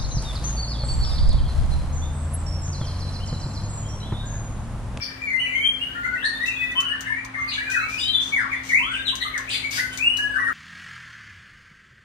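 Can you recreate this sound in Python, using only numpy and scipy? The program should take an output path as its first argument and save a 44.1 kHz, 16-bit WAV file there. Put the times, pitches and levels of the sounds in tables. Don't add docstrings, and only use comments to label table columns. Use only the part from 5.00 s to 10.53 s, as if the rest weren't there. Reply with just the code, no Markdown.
import sys
import numpy as np
from scipy import signal
from scipy.fft import rfft, irfft
from scipy.io import wavfile
from scipy.ndimage import uniform_filter1d

SR = 44100
rng = np.random.default_rng(int(sys.argv[2]) if len(sys.argv) > 2 else 0)


def output_pcm(signal):
    pcm = np.clip(np.atleast_2d(signal).T, -1, 1) * 32767
    wavfile.write(sys.argv[1], SR, np.round(pcm).astype(np.int16))


def invert_db(level):
    return 10 ** (np.asarray(level, dtype=float) / 20)


N = 243873

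# (share of its length [0-1], share of its glide [0-1], level [dB])
GLIDE = [(0, 0, -3), (0.4, 0.35, -2), (1.002, 0.93, -0.5)]
SCOOP = [(0, 0.029, -1.5), (.2, 0.66, -5.5), (.4, .94, -5), (1, 1, -17)]
DROP = [(0, 0.0038, -7), (0.299, 0.0573, 0.5), (.65, .6, -4), (1, 0.98, -12)]

FRONT_PAN_DB = 9.5
PORT_LAG = 10


def level(x, db):
    return x * invert_db(db) / np.sqrt(np.mean(x ** 2))


def over_hz(table, hz):
    f, v = np.transpose(table)
    return np.interp(np.log(np.maximum(hz, 1)), np.log(f), v)


def colour(x, table):
    hz = np.fft.rfftfreq(x.shape[-1], 1 / SR)
    return irfft(rfft(x) * invert_db(over_hz(table, hz)), x.shape[-1])


def walk(rate, size):
    k = int(SR / rate)
    held = np.repeat(rng.standard_normal(size // 128 + 1), k)[:size + k]
    return 1.366 * uniform_filter1d(uniform_filter1d(held, k), k)[:size]


def octave(hz, centre):
    return np.cos(np.pi / 2 * np.clip(np.log2((hz + 1) / centre), -1, 1)) ** 2


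def add(out, t, x, pan_db, wall_share=0.37):
    i = int(t * SR)
    x = x[:N - i]
    sides = np.array([[1], [-1], [wall_share], [-wall_share]])
    out[:, i:i + len(x)] += x * invert_db(pan_db / 2 * sides)


def fan():
    # (frequency [Hz], level [dB])
    hum_tones = [(59.2, -54.5), (113.0, -52), (263.8, -49.5), (522.2, -63.5)]
    out = 0
    for hz, db in hum_tones:
        phase = 2 * np.pi * np.cumsum(hz * (1 + 0.00805 * walk(2.2, size=N))) / SR
        out = out + invert_db(db + 2.5 + 1.43 * walk(2.5, size=N)) * np.sin(phase)
    return out


def air():
    # (frequency [Hz], density [dB per Hz])
    air_spectrum = [(15, -63), (25, -1), (96, -8.5), (205, -10.5), (255, -10.5), (316, -12.5), (473, -16),
                    (1780, -9.5), (2970, -17.5), (5520, -27), (6140, -31.5), (8730, -34), (10800, -33),
                    (14600, -23), (15800, -89)]
    # (frequency [Hz], left-right correlation [-1 to 1])
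    port_likeness = [(60, 0.97), (130, 1), (290, 0.4), (640, 0.049), (1400, 0.028)]
    hz = np.fft.rfftfreq(N, 1 / SR)
    like = np.clip(over_hz(port_likeness, hz), 0, 1)
    hiss = rfft(rng.standard_normal((2, N))) * invert_db(over_hz(air_spectrum, hz))
    mid, side = hiss * np.sqrt([1 + like, 1 - like])
    ports = np.array([mid + side, mid - side])
    out = 0
    for centre in 31.25 * 2. ** np.arange(10):
        out = out + irfft(ports * octave(hz, centre), N) * invert_db(2.0 * walk(4.884, size=N))
    return level(out * invert_db(np.array([[.8], [-.8]])), -41)


def whistles(notes, pans, shake=0.0067, shake_rate=70, overtone_db=-0.5):
    # (multiple of the pitch, level [dB])
    overtones = [(2, -37), (3, -31), (4, -43), (5, -32)]
    trim_db, edge_s = 2.5, 0.005
    out = np.zeros((4, N))
    for note, pan_db in zip(notes, pans):
        s, hz, db = np.transpose(note)
        t = np.arange(s[0], s[-1], 1 / SR)
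        pitch_drift, breath = (walk(rate, size=2 * SR // 5)[:len(t)] for rate in (shake_rate, 60))
        hz = uniform_filter1d(np.interp(t, s, hz), int(0.008 * SR), mode="nearest")
        hz = hz * (1 + shake * np.tanh(pitch_drift))
        phase = 2 * np.pi * np.cumsum(hz) / SR
        tone = np.sin(phase)
        for k, over_db in overtones:
            tone += invert_db(over_db + overtone_db) * np.sin(k * phase) * (k * hz < .4 * SR)
        edges = np.sin(np.pi / 2 * np.clip(np.minimum(t - s[0], s[-1] - t) / edge_s, 0, 1))
        loudness = invert_db(np.interp(t, s, db) + trim_db + 4.49 * breath)
        add(out, s[0], tone * edges * loudness, pan_db)
    return out


def sing(rows, kind):
    along, glide, swell_db = np.transpose(kind)
    along = np.clip((along - along[0]) / (along[-1] - along[0]), 0, 1)
    return [np.transpose([s + length * along, hz + (to_hz - hz) * glide, db + swell_db])
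            for s, length, hz, to_hz, db in rows]


def song():
    # (share of its length [0-1], share of its glide [0-1], level [dB])
    swell = [(0, 0, -10), (.6, 0.61, -8), (1, 1, -1.5)]
    pip = [(0, 0, 2.5), (1, 1, -19.5)]
    # (time [s], length [s], pitch [Hz], level [dB], left minus right [dB])
    pips = [(0, 0.051, 2310, -30.5, 21), (0.453, 0.12, 2324, -27, 10), (0.611, 0.055, 1740, -40.5, 12),
            (0.868, 0.1, 1540, -45, 7), (1.769, 0.021, 2620, -20.5, 3), (2.364, 0.12, 1145, -35, 9),
            (4.385, 0.027, 1072, -32.5, 5), (2.051, 0.034, 3660, -49.5, 5), (2.097, 0.036, 977, -36.5, 7),
            (2.239, 0.019, 1044, -28, -9.5), (2.981, 0.012, 4900, -16.5, 4), (3.08, 0.038, 3978, -18, 19.5),
            (4.122, 0.021, 1026, -29, 7), (4.25, 0.043, 1230, -35, -2), (5.183, 0.11, 1671, -22.5, 5.5)]
    # (time [s], length [s], from [Hz], to [Hz], level [dB])
    left_glides = [(0.216, 0.08, 2370, 2213, -34), (0.3, 0.058, 2074, 2040, -27),
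                   (2.776, 0.053, 1353, 1252, -28), (0.401, 0.083, 1980, 1970, -32.5),
                   (0.517, 0.14, 2022, 2410, -27), (1.456, 0.038, 2618, 2720, -26.5),
                   (1.753, .16, 3095, 2839, -27), (2.621, 0.075, 1782, 1465, -34.5),
                   (2.798, .2, 2134, 2642, -33), (3.407, 0.031, 5090, 5070, -44),
                   (4.77, 0.18, 1498, 1528, -40.5), (5.302, 0.077, 1640, 1767, -29),
                   (5.385, 0.099, 1937, 1813, -25.5)]
    front_glides = [(.25, 0.19, 4423, 4130, -59), (.272, 0.024, 1950, 2040, -35),
                    (0.962, 0.086, 1844, 1714, -43), (1.369, 0.086, 1740, 2077, -23.5),
                    (1.61, 0.12, 1965, 1942, -29.5), (2.031, .17, 1548, 1996, -34.5),
                    (2.338, 0.11, 2114, 2060, -26), (2.512, 0.03, 2910, 2980, -41),
                    (2.478, 0.083, 2487, 2230, -41.5), (2.575, 0.27, 2277, 2708, -35.5),
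                    (2.595, 0.023, 1710, 2120, -30), (3.705, 0.09, 1786, 2787, -23.5),
                    (1.75, 0.05, 992, 1157, -36), (4.522, 0.03, 3455, 3530, -31.5),
                    (4.492, 0.018, 1926, 4920, -23), (4.624, 0.022, 2050, 2244, -27),
                    (4.902, 0.054, 3070, 3015, -36.5)]
    left_swells = [
        (0.556, 0.119, 3070, 3176, -17),
        (0.946, 0.113, 1420, 1436, -27.5),
        (1.03, 0.028, 1970, 2080, -23),
        (2.981, 0.12, 2860, 3180, -25),
    ]
    front_swells = [
        (0.922, 0.047, 1570, 1903, -32),
        (1.215, 0.049, 3003, 4496, -22),
        (1.802, 0.13, 1284, 1807, -32),
        (2.099, 0.057, 2000, 2280, -38),
    ]
    left_scoops = [
        (2.793, 0.03, 3960, 4010, -37.5),
        (3.516, 0.084, 3100, 3490, -45),
        (3.825, 0.1, 2880, 3409, -29.5),
        (4.981, 0.28, 2233, 2947, -21.5),
    ]
    front_scoops = [
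        (0.394, 0.049, 2870, 2960, -17),
        (0.81, 0.065, 2790, 2920, -20.5),
        (1.227, 0.1, 1690, 1845, -20.5),
        (4.522, .07, 4560, 4700, -35),
        (1.502, 0.17, 2410, 2560, -24),
        (2.495, 0.04, 3900, 4060, -38.5),
        (4.208, 0.05, 1810, 2066, -25.5),
        (2.995, 0.08, 3300, 3805, -21.5),
        (3.919, .12, 1554, 1575, -31),
        (4.775, 0.0444, 1585, 2080, -21),
    ]
    left_drops = [
        (.005, 0.034, 5590, 4080, -30),
        (2.723, 0.052, 1970, 1304, -21),
        (3.321, 0.12, 2289, 1035, -24),
        (3.927, 0.037, 3124, 2200, -25.5),
        (4.049, 0.054, 4104, 2560, -22),
        (5.338, 0.056, 1578, 1017, -25),
    ]
    front_drops = [
        (1.13, 0.039, 2075, 1800, -30.5),
        (1.92, 0.036, 1501, 990, -40),
        (3.11, 0.11, 3170, 3150, -33.5),
        (3.504, 0.041, 2435, 1730, -22),
        (3.688, 0.026, 2322, 1781, -31),
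        (4.199, 0.038, 4170, 2670, -31.5),
        (4.325, .045, 2229, 1627, -27),
        (5.45, .045, 1856, 1120, -24),
    ]
    left_pan_db = 12.5
    low_voice_hz = 2500
    pip_lift = 0.022

    notes = sing([(s, length, hz, hz * (1 + pip_lift), db) for s, length, hz, db, _ in pips], pip)
    pans = [row[-1] for row in pips]
    for kind, left, front in ((GLIDE, left_glides, front_glides), (swell, left_swells, front_swells),
                              (SCOOP, left_scoops, front_scoops), (DROP, left_drops, front_drops)):
        notes += sing([*left, *front], kind)
        pans += [left_pan_db] * len(left) + [FRONT_PAN_DB] * len(front)

    placed = list(zip(notes, pans))
    low = [pair for pair in placed if np.mean(pair[0][:, 1]) < low_voice_hz]
    high = [pair for pair in placed if np.mean(pair[0][:, 1]) >= low_voice_hz]
    return whistles(*zip(*low), shake=.012) + whistles(*zip(*high))


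def chatter():
    # (time [s], length [s], from [Hz], to [Hz], level [dB])
    rough_notes = [(0.3, 0.2, 1600, 3100, -37.5), (1.82, 0.19, 1540, 1626, -40),
                   (2, 0.16, 1837, 2202, -37.5), (2.5, .07, 3250, 2950, -41), (2.5, 0.02, 2000, 2900, -33),
                   (4.5, .05, 2350, 1950, -35), (.05, 0.2, 1700, 1900, -49), (4.5, .05, 3300, 2200, -31),
                   (0, .06, 3500, 3200, -49.5), (2.478, .06, 4700, 3300, -35.5),
                   (2, .07, 2900, 2900, -48.5), (4.5, .08, 4750, 4300, -35), (6, 0.047, 2500, 1400, -38)]
    return whistles(sing(rough_notes, GLIDE), [10] * len(rough_notes), shake=.09, shake_rate=200)


def buzzes():
    # (time [s], length [s], from [Hz], to [Hz], level [dB])
    buzzy_notes = [
        (.01, 0.052, 5313, 4610, -31),
        (2.474, 0.03, 4490, 4010, -39.5),
        (3.5, 0.096, 2400, 1930, -52),
        (4.21, 0.039, 3950, 2896, -29.5),
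        (4.505, 0.078, 3426, 2973, -24.5),
        (4.515, 0.044, 4320, 3630, -32),
    ]
    pans = [14.5] * len(buzzy_notes)
    return whistles(sing(buzzy_notes, DROP), pans, shake=.12, shake_rate=300, overtone_db=16)


def links():
    # (time [s], length [s], from [Hz], to [Hz], level [dB])
    plain_notes = [(.1, .11, 2308, 2320, -52), (.372, 0.025, 2715, 2800, -32.5),
                   (1.175, 0.055, 2610, 3080, -37.5), (.79, 0.027, 2665, 2810, -39.5),
                   (1.068, .026, 1456, 1477, -31.5), (1.11, 0.037, 1452, 1492, -27),
                   (.408, 0.028, 2920, 2917, -22), (5.13, .1, 2933, 2942, -28),
                   (5.36, .05, 1322, 1057, -34), (5.48, .035, 1500, 1155, -33),
                   (3.41, .05, 1451, 1047, -34.5), (3.8, .125, 950, 1615, -35),
                   (3.97, .06, 3610, 3600, -46), (4.065, 0.046, 3900, 3855, -31),
                   (4.474, .018, 2285, 2750, -32), (2.065, .07, 1730, 1838, -30.5),
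                   (2.14, 0.062, 2102, 2415, -39.5), (2.3, 0.02, 1040, 1040, -51),
                   (2.337, 0.021, 2335, 1613, -27), (2.385, 0.023, 1310, 1330, -40),
                   (2.576, 0.019, 1670, 1675, -31), (2.82, 0.028, 4050, 4450, -53),
                   (3.13, .11, 3580, 3180, -31), (4.365, .022, 1657, 1080, -35),
                   (4.525, 0.027, 4660, 4620, -41), (4.545, 0.028, 4120, 3950, -30),
                   (4.552, 0.024, 3085, 3060, -34), (4.64, .036, 2243, 2267, -25.5)]
    reedy_notes = [
        (1.33, .22, 3500, 3790, -38),
        (1.56, .23, 3330, 3557, -45.5),
        (2.98, .09, 4894, 4820, -30),
        (3.0, .07, 3490, 3800, -33.5),
    ]
    plain = whistles(sing(plain_notes, GLIDE), [FRONT_PAN_DB] * len(plain_notes))
    reedy_pans = [FRONT_PAN_DB] * len(reedy_notes)
    return plain + whistles(sing(reedy_notes, SCOOP), reedy_pans, shake=.025, shake_rate=150, overtone_db=13)


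def rasps(pulse_hz=420, jitter=.35, breath=0.15, trim_db=-9):
    # (time [s], peak level [dB], length [s], throat resonance ratio, left minus right [dB])
    rasp_calls = [(1.249, -28.5, 0.03, 1.41, 13), (1.456, -32, 0.041, 0.91, 14),
                  (2.493, -41.5, 0.093, 1.01, 18), (2.696, -33.5, 0.093, 0.924, 18),
                  (2.883, -33, 0.11, 0.86, 10), (2.985, -32.5, 0.077, 1.17, 16.5),
                  (3.205, -33.5, 0.13, 0.93, 11), (3.629, -32, 0.11, 0.91, 13.5),
                  (3.914, -40.5, 0.079, 1.27, 10), (4.061, -34, 0.042, 1.2, 16),
                  (4.49, -35, 0.11, 1.22, 19), (4.712, -22.5, 0.099, 0.78, 12),
                  (4.923, -12.5, 0.016, 0.47, 2)]
    # (frequency [Hz], width [Hz], level [dB])
    throat_modes = [(3320, 610, 7), (4480, 1300, 7.5), (6220, 880, 13.5), (8150, 430, -34),
                    (12200, 1200, -57.5), (14600, 5100, 2.5)]
    out = np.zeros((4, N))
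    t = np.arange(SR // 4) / SR
    hz = np.fft.rfftfreq(len(t), 1 / SR) + 1
    for s, db, length, throat, pan_db in rasp_calls:
        chance = rng.standard_normal((3, len(t)))
        unsteady = uniform_filter1d(chance[0], size=64) * np.sqrt(64)
        turns = np.cumsum(pulse_hz * (1 + jitter * unsteady)) / SR
        slaps = (np.diff(np.floor(turns), prepend=0) > 0) * invert_db(5.0 * chance[1])
        drive = level(slaps, 0) + breath * chance[2]
        body = sum(invert_db(g) / (1 + 1j * (hz ** 2 - (f * throat) ** 2) / (hz * w)) for f, w, g in throat_modes)
        shape = np.clip(t / 0.0023, .3, 1) * np.clip((length - t) / 0.045, 0, 1)
        shape = shape * invert_db(3.2 * walk(89, size=len(t)))
        add(out, s, level(irfft(rfft(drive) * body, len(t)), db + trim_db) * shape, pan_db)
    return out


def ticks(snap_s=0.00081, rattle_s=0.012, rattle_db=1.0, trim_db=-11):
    # (time [s], peak level [dB], left minus right [dB])
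    tick_calls = [
        (1.716, -39.5, 18),
        (1.804, -26.5, 24),
        (2.0075, -26, 20.5),
        (2.248, -39, 34.5),
        (4.154, -21.5, 13),
        (4.3786, -22.5, 15),
        (4.7094, -24, 14),
        (4.9744, -21, 15.5),
        (5.171, -19.5, 5.5),
    ]
    # (frequency [Hz], density [dB per Hz])
    tick_tint = [(1940, -48.5), (3300, -14), (5540, -10), (6030, -5.5), (7490, -14), (8260, -16),
                 (9480, -24.5), (14400, -13.5), (15800, -17.5)]
    out = np.zeros((4, N))
    t = np.arange(SR // 10) / SR
    fall = np.exp(-t / snap_s) + invert_db(rattle_db) * np.exp(-t / rattle_s)
    for s, db, pan_db in tick_calls:
        noise = colour(rng.standard_normal(len(t)), [(1500, -69.0)] + list(tick_tint))
        add(out, s, level(noise, 0) * fall * invert_db(db + trim_db), pan_db)
    return out


def room(x, first_s=0.0013, build_s=0.0045, near_s=0.058, near_db=9, wet_db=4.0):
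    # (frequency [Hz], time to fall 60 dB [s])
    decay_times = [(500, 0.43), (2000, 0.7), (5000, 0.61), (12000, 0.66)]
    t = np.arange(SR) / SR
    hz = np.fft.rfftfreq(SR, 1 / SR)
    noise = rfft(rng.standard_normal((2, SR)))
    tail = 0
    for centre in 250 * 2. ** np.arange(7):
        decay = invert_db(-60 * t / over_hz(decay_times, centre))
        tail = tail + irfft(noise * octave(hz, centre), SR) * decay
    tail = tail * np.clip((t - first_s) / build_s, 0, 1) * (1 + invert_db(near_db) * np.exp(-t / near_s))
    tail = tail * invert_db(wet_db) / np.sqrt(np.sum(tail ** 2, axis=1, keepdims=True))
    return signal.fftconvolve(x, tail, axes=1)[:, :N]


def scene():
    birds = song() + buzzes() + rasps()
    near = ticks()
    heard = invert_db(-5) * birds[:2] + near[:2]
    heard = heard + room(birds[2:] + invert_db(-6.5) * near[2:])
    heard[0] = np.roll(heard[0], PORT_LAG)
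    heard = heard + fan() + air()
    far = chatter()
    link_notes = links()
    straight = invert_db(-0.5) * np.array([np.roll(link_notes[0], PORT_LAG), link_notes[1]])
    return heard + straight + room(far[2:] + link_notes[2:])


def gain_control(x, knee_db=-27, squeeze=0.11, release_s=0.18):
    keep = np.exp(-1 / (release_s * SR))
    power = signal.lfilter([1 - keep], [1, -keep], np.mean(x ** 2, axis=0))
    return x * (1 + power / invert_db(2 * knee_db)) ** (-squeeze / 2)


def thin_masked_bands(x, mask_db=-21, top_db=-88, sparse_db=-0.5, patchy_db=9, size=2048, count=12):
    _, _, z = signal.stft(x, nperseg=size)
    bands = np.arange(z.shape[1]) // count
    power = np.add.reduceat(np.abs(z) ** 2, np.arange(0, z.shape[1], count), axis=1) / count
    hz = (np.arange(power.shape[1]) + .5) * count * SR / size
    top = hz[:, None] > 10000

    octaves_up = np.log2(hz[:, None] / hz)
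    above = (octaves_up > 0) * (hz > 1500) * (hz[:, None] < 5700)
    spread = invert_db(2 * (mask_db - 40 * octaves_up)) * above
    hidden = np.max(spread[:, :, None] * uniform_filter1d(power, size=3)[:, None], axis=2)

    patches = uniform_filter1d(rng.standard_normal(power.shape[1:]), size=5)
    patches = uniform_filter1d(patches, size=4, axis=0) * 1.3 * patchy_db
    usual = np.median(power, axis=2, keepdims=True)
    hidden += np.maximum(power, usual) * invert_db(2 * patches - 3) * top
    kept = (1 / (1 + (hidden / (power + 1e-20)) ** 6))[:, bands]

    faint = (invert_db(2 * top_db) + invert_db(2 * sparse_db) * power) * top
    kept = kept / (1 + (faint[:, bands] / (np.abs(z) ** 2 + 1e-20)) ** 6)
    return signal.istft(z * kept, nperseg=size)[1][:, :N]


def low_pass(x):
    return signal.sosfilt(signal.butter(12, 16530, fs=SR, output="sos"), x)


def record(dry):
    # (frequency [Hz], gain [dB])
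    port_response = [(28, -34.5), (42, 2.5), (5000, -1.05), (5500, -7), (5900, 0.5), (7200, 1.5),
                     (7600, -9.5), (8000, 3), (15600, -8), (15900, -31)]
    left, right = thin_masked_bands(gain_control(colour(dry, port_response)))
    mid = (left + right) / 2
    side = colour((left - right) / 2, [(10500, 0), (11300, -12)])
    return low_pass(np.array([mid + side, mid - side]))


dry = scene()
out = record(dry)
output_pcm(out)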